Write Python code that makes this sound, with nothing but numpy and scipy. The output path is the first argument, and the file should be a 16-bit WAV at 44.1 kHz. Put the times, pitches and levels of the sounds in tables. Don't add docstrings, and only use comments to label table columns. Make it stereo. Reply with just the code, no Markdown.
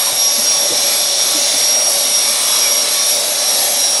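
import sys
import numpy as np
from scipy import signal
from scipy.fft import rfft, irfft, next_fast_len
from scipy.io import wavfile
from scipy.ndimage import uniform_filter1d, map_coordinates

SR = 44100
rng = np.random.default_rng(int(sys.argv[2]) if len(sys.argv) > 2 else 0)


def transcribe(signal):
    frames = np.atleast_2d(signal).T
    limited = np.clip(frames, -1, 1)
    pcm = np.round(limited * 32767).astype(np.int16)
    wavfile.write(sys.argv[1], SR, pcm)


N = 176400


def amp(db):
    return 10 ** (np.asarray(db) / 20)


def unit(x):
    return x / np.sqrt(np.mean(x ** 2) + 1e-20)


def curve(rows):
    return np.interp(np.arange(N) / SR, *np.transpose(rows))


def wobble(rate):
    points = rng.standard_normal(int(N * rate / SR) + 4)
    return map_coordinates(points, [np.arange(N) * rate / SR])


def filtered(x, response):
    size = next_fast_len(N + 8192)
    return irfft(rfft(x, size) * response(np.fft.rfftfreq(size, 1 / SR)), size)[:N]


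def turbulence(spectrum, lo_hz, hi_hz, patchy_db):
    cells = signal.stft(rng.standard_normal(N), nperseg=1024)[2]
    patches = uniform_filter1d(rng.standard_normal(cells.shape), size=5, axis=0)
    patches = uniform_filter1d(patches, size=16, axis=1)
    noise = signal.istft(cells * amp(patchy_db * unit(patches)), nperseg=1024)[1][:N]
    points_hz, db = np.transpose(spectrum)
    colour = lambda hz: amp(np.interp(np.log(hz + 1), np.log(points_hz), db))
    band = lambda hz: np.sqrt(np.abs(1 / (1 + (hz / hi_hz) ** 20) - 1 / (1 + (hz / lo_hz) ** 20)))
    return unit(filtered(noise, lambda hz: colour(hz) * band(hz)))


def resonance(levels, centre_hz, width_hz):
    slow = lambda: unit(filtered(rng.standard_normal(N), lambda hz: 1 / (1 + (hz / width_hz) ** 2)))
    phase = 2 * np.pi * np.cumsum(centre_hz * np.ones(N)) / SR
    return amp(curve(levels)) * (slow() * np.cos(phase) + slow() * np.sin(phase))


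# start and length in seconds, level in dB, first and last pitch in Hz.
SQUEAKS = [(2.64, .047, -25.5, 2430, 2220), (3.295, .03, -33, 2300, 2050)]
def rubber_squeaks():
    out = np.zeros(N)
    for start, length, db, first_hz, last_hz in SQUEAKS:
        progress = np.clip((np.arange(N) / SR - start) / length, 0, 1)
        phase = 2 * np.pi * np.cumsum(first_hz + (last_hz - first_hz) * progress) / SR
        envelope = np.sqrt(2 * np.abs(np.sin(np.pi * progress)))
        out += amp(db) * envelope * np.sin(phase + .5 * wobble(200))
    return out


# start in seconds, ring level in dB, ring frequency in Hz, the ring's
# 60 dB decay time in seconds, thud level in dB.
KNOCKS = [(.064, -20.5, 1010, .15, -70), (.124, -32, 125, .07, -43), (.379, -23, 245, .12, -35),
          (.703, -22, 320, .14, -37), (.718, -15, 500, .07, -40), (1.345, -21, 290, .15, -41),
          (1.53, -27, 275, .13, -41)]
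def handling_knocks(attack_s=.005, thud_hz=160, thud_t60_s=.18):
    out = np.zeros(N)
    for start, ring_db, ring_hz, t60, thud_db in KNOCKS:
        age = np.maximum(np.arange(N) / SR - start, 0)
        phase = 2 * np.pi * ring_hz * age + .75 * wobble(ring_hz / 4)
        ring = np.sqrt(2) * np.sin(phase) * amp(ring_db - 60 * age / t60)
        rumble = unit(filtered(rng.standard_normal(N), lambda hz: hz ** 2 / (1 + (hz / thud_hz) ** 4)))
        thud = rumble * amp(thud_db - 60 * age / thud_t60_s)
        out += (1 - np.exp(-age / attack_s)) * (ring + thud)
    return out


# time in seconds, frequency in Hz, level in dB.
WHISTLE = [(0, 5520, -33), (.25, 5520, -25), (.45, 5490, -28), (.6, 5450, -38), (.72, 5400, -27),
           (.82, 5460, -25), (.96, 5480, -27), (1.06, 5450, -27), (1.17, 5500, -24), (1.28, 5400, -27),
           (1.43, 5330, -28), (1.55, 5330, -28), (1.63, 5415, -25), (1.7, 5440, -28), (1.78, 5450, -40),
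           (2.25, 5470, -34), (3.0, 5400, -34), (3.6, 5280, -36), (4, 5270, -33)]
def nozzle_whistle():
    levels = [(time, db) for time, _, db in WHISTLE]
    pitch_hz = curve([(time, hz) for time, hz, _ in WHISTLE])
    return resonance(levels, pitch_hz, width_hz=32)


# time in seconds, level in dB.
AIR_LOW = [(0, -48), (.5, -42), (.8, -31.5), (1.55, -34), (1.75, -44), (2.2, -36), (2.55, -30), (2.9, -37),
           (3.2, -44), (4, -42)]
AIR_MID = [(0, -29), (.5, -35), (.8, -30), (1.55, -34), (1.75, -40), (2.02, -31), (2.3, -32), (2.65, -39),
           (3.0, -29), (3.4, -35), (4, -38)]
AIR_HIGH = [(0, -34), (1.1, -34), (1.5, -29), (1.75, -44), (2.45, -27), (2.7, -46), (2.85, -27.5),
            (3.1, -37), (3.55, -28), (3.7, -34), (3.84, -28), (4, -33)]
def air_resonances(centres_hz=(3400, 3640, 4010)):
    bands = zip([AIR_LOW, AIR_MID, AIR_HIGH], centres_hz)
    return sum(resonance(levels, hz, width_hz=115) for levels, hz in bands)


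# frequency in Hz, relative spectral density in dB.
ROAR_SPECTRUM = [(30, -55), (65, -49), (100, -26), (160, -20.5), (190, -22.5), (225, -16), (290, -12.5),
                 (335, -18.5), (370, -12), (420, -15.5), (495, -9.5), (540, -10.5), (595, 1), (660, -8.5),
                 (830, -9.5), (920, -15), (1200, -13), (1500, -16.5), (1900, -14.5), (2250, -11),
                 (2550, -12.5), (3100, -10.5)]
# time in seconds, level in dB.
LOW_LEVEL = [(0, -33.5), (.35, -32.5), (.45, -29), (.68, -28), (.9, -27.5), (1.08, -30.5), (1.25, -28.5),
             (1.9, -29), (2.2, -29.5), (2.7, -30.5), (2.88, -28), (3.03, -30.5), (3.2, -27.5), (3.38, -32),
             (3.6, -28.5), (4, -31.5)]
MID_LEVEL = [(0, -27.5), (.3, -30), (.5, -28.5), (.67, -30), (.9, -27), (1.1, -30.5), (1.3, -27.5),
             (2.1, -28.5), (2.4, -28), (2.65, -26), (2.76, -29), (2.87, -26.5), (3.1, -29), (3.6, -27.5),
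             (4, -30.5)]
SHOULDER_LEVEL = [(0, -32.5), (1.6, -45), (1.92, -32.5), (2.2, -46), (3.0, -50), (3.25, -35.5), (3.6, -32),
                  (4, -35.5)]
HOLLOW_LEVEL = [(0, -44), (2.1, -54), (2.52, -30.5), (2.85, -39.5), (3.1, -51), (4, -48)]
def housing_roar():
    lows = amp(curve(LOW_LEVEL)) * turbulence(ROAR_SPECTRUM, 20, 973, patchy_db=1)
    mids = amp(curve(MID_LEVEL)) * turbulence(ROAR_SPECTRUM, 914, 3150, patchy_db=1.8)
    shoulder = resonance(SHOULDER_LEVEL, centre_hz=748, width_hz=144)
    hollow = resonance(HOLLOW_LEVEL, centre_hz=1054, width_hz=170)
    return lows + mids + shoulder + hollow


# time in seconds, lag in milliseconds.
REFLECTION_LAG = [(0, 1.585), (.15, 1.575), (.55, 1.63), (.87, 1.695), (1.16, 1.625), (1.43, 1.71),
                  (1.7, 1.61), (1.9, 1.53), (2.18, 1.58), (2.42, 1.73), (2.62, 1.78), (2.8, 1.75),
                  (3.0, 1.645), (3.33, 1.455), (3.6, 1.49), (3.8, 1.53), (4, 1.525)]
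# extra lag in milliseconds, gain relative to the direct sound.
REFLECTION_PATHS = [(0.0074, 0.33), (0.095, 0.16), (-0.067, 0.04)]
def with_reflection(direct):
    lag_ms = curve(REFLECTION_LAG)
    echoes = sum(gain * map_coordinates(direct, [np.arange(N) - (lag_ms + extra_ms) * SR / 1000])
                 for extra_ms, gain in REFLECTION_PATHS)
    power = 1 + sum(gain ** 2 for _, gain in REFLECTION_PATHS)
    return (direct + echoes) / np.sqrt(power)


# frequency in Hz, relative spectral density in dB.
HISS_SPECTRUM = [(3100, -13), (3400, -6.5), (4000, -5), (4300, -6), (4700, -6.5), (5100, -3.5),
                 (5500, -1.5), (5900, -4.5), (6600, -6.5), (7500, -12.5), (8500, -4.5), (8950, -9.5),
                 (9500, -5.5), (10150, -4), (10600, -13), (11100, -11), (11600, -17.5), (12200, -18.5),
                 (12750, -22), (13600, -24), (14400, -41), (15700, -33.5)]
# time in seconds, level in dB.
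HISS_LEVEL = [(0, -19), (.25, -19), (.36, -19.5), (.5, -17.5), (.66, -19.5), (.8, -17), (1.1, -18.5),
              (1.45, -16), (1.62, -16), (1.78, -21), (1.92, -18.5), (2.4, -18), (2.56, -17), (2.8, -18.5),
              (3.0, -18.5), (3.35, -19.5), (3.58, -17.5), (3.7, -19), (3.83, -18.5), (4, -19.5)]
TREBLE_LEVEL = [(0, -20), (.33, -24), (.5, -21), (.65, -22), (.9, -21), (1.1, -23), (1.6, -20),
                (1.75, -23.5), (1.9, -19.5), (2.1, -21.5), (2.45, -19.5), (2.7, -21.5), (3.18, -19.5),
                (3.35, -22), (3.63, -20), (4, -21.5)]
def nozzle_hiss():
    hiss = amp(curve(HISS_LEVEL)) * turbulence(HISS_SPECTRUM, 3130, 7650, patchy_db=1.96)
    treble = amp(curve(TREBLE_LEVEL)) * turbulence(HISS_SPECTRUM, 7480, 18000, patchy_db=2.0)
    return hiss + treble


def standing_wave(levels, flutter_db=1.3):
    root_gain = curve([(time, np.sqrt(amp(db))) for time, db in levels])
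    return root_gain ** 2 * amp(flutter_db * wobble(40))


# time in seconds, speed in turns per second.
SHAFT_SPEED = [(0, 563.9), (.2, 563.1), (.8, 563.15), (1.6, 563.4), (2.0, 563.7), (2.65, 563.7),
               (3.05, 563.3), (4, 563.15)]
# multiple of the rotation rate, rms level in dB.
SHAFT_HARMONICS = [(1, -35.5), (2, -42.5), (3, -48), (6, -42), (8, -35.5), (9, -39), (11, -42), (18, -47)]
# time in seconds, level in dB.
BLADE_LEVEL = [(0, -20), (.15, -27), (.2, -17), (.26, -14.5), (.38, -24), (.5, -14.5), (.6, -18), (.7, -26),
               (.83, -21), (.97, -25), (1.18, -18), (1.38, -28), (1.44, -23), (1.53, -28), (1.6, -18),
               (1.72, -14.5), (1.83, -16), (1.96, -23), (2.18, -17), (2.3, -20.5), (2.38, -40), (2.44, -23),
               (2.53, -19), (2.68, -16.5), (2.82, -18), (2.885, -34), (3.0, -18.5), (3.15, -20),
               (3.25, -38), (3.42, -21), (3.5, -18.5), (3.59, -27), (3.7, -34), (3.77, -24), (3.84, -16),
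               (4, -20.5)]
OCTAVE_LEVEL = [(0, -20.5), (.11, -27), (.21, -20.5), (.3, -28), (.4, -19), (.52, -43), (.62, -23.5),
                (.74, -35), (.8, -25), (.96, -19), (1.16, -41), (1.26, -24.5), (1.4, -28), (1.53, -43),
                (1.62, -23), (1.72, -25), (1.82, -46), (1.92, -23.5), (2.0, -23), (2.12, -29), (2.32, -25),
                (2.4, -35), (2.48, -22.5), (2.6, -26), (2.67, -22), (2.78, -23.5), (2.86, -34),
                (2.94, -21.5), (3.02, -37), (3.1, -18.5), (3.18, -42), (3.26, -21.5), (3.42, -32),
                (3.54, -21), (3.64, -19), (3.76, -22), (3.88, -35), (4, -35)]
FOURTH_LEVEL = [(0, -48), (.6, -41), (1.6, -40), (1.9, -44), (2.3, -38), (2.85, -37), (3.2, -48), (4, -48)]
def impeller_whine(blades=10, mains_hz=60, speed_jitter=.0004, mains_swing_rad=.063):
    speed = curve(SHAFT_SPEED) * (1 + speed_jitter * wobble(45.1))
    shaft_phase = 2 * np.pi * np.cumsum(speed) / SR
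    shake = mains_swing_rad * np.sin(2 * np.pi * 2 * mains_hz * np.arange(N) / SR)
    blade_phase = blades * shaft_phase + shake
    out = standing_wave(BLADE_LEVEL) * np.sin(blade_phase)
    out += standing_wave(OCTAVE_LEVEL) * np.sin(2 * blade_phase)
    out += standing_wave(FOURTH_LEVEL) * np.sin(4 * shaft_phase)
    for order, db in SHAFT_HARMONICS:
        fading = unit(amp(2.8 * wobble(9)))
        out += amp(db) * fading * np.sin(order * shaft_phase + .91 * wobble(8))
    return np.sqrt(2) * out


def scene():
    blower = impeller_whine() + housing_roar() + with_reflection(nozzle_hiss()) + air_resonances()
    mono = blower + nozzle_whistle() + handling_knocks() + rubber_squeaks()
    return np.array([mono, mono])


TOP_HZ = 15800
def record(dry):
    return np.array([filtered(channel, lambda hz: hz < TOP_HZ) for channel in dry])


dry = scene()
out = record(dry)
transcribe(out)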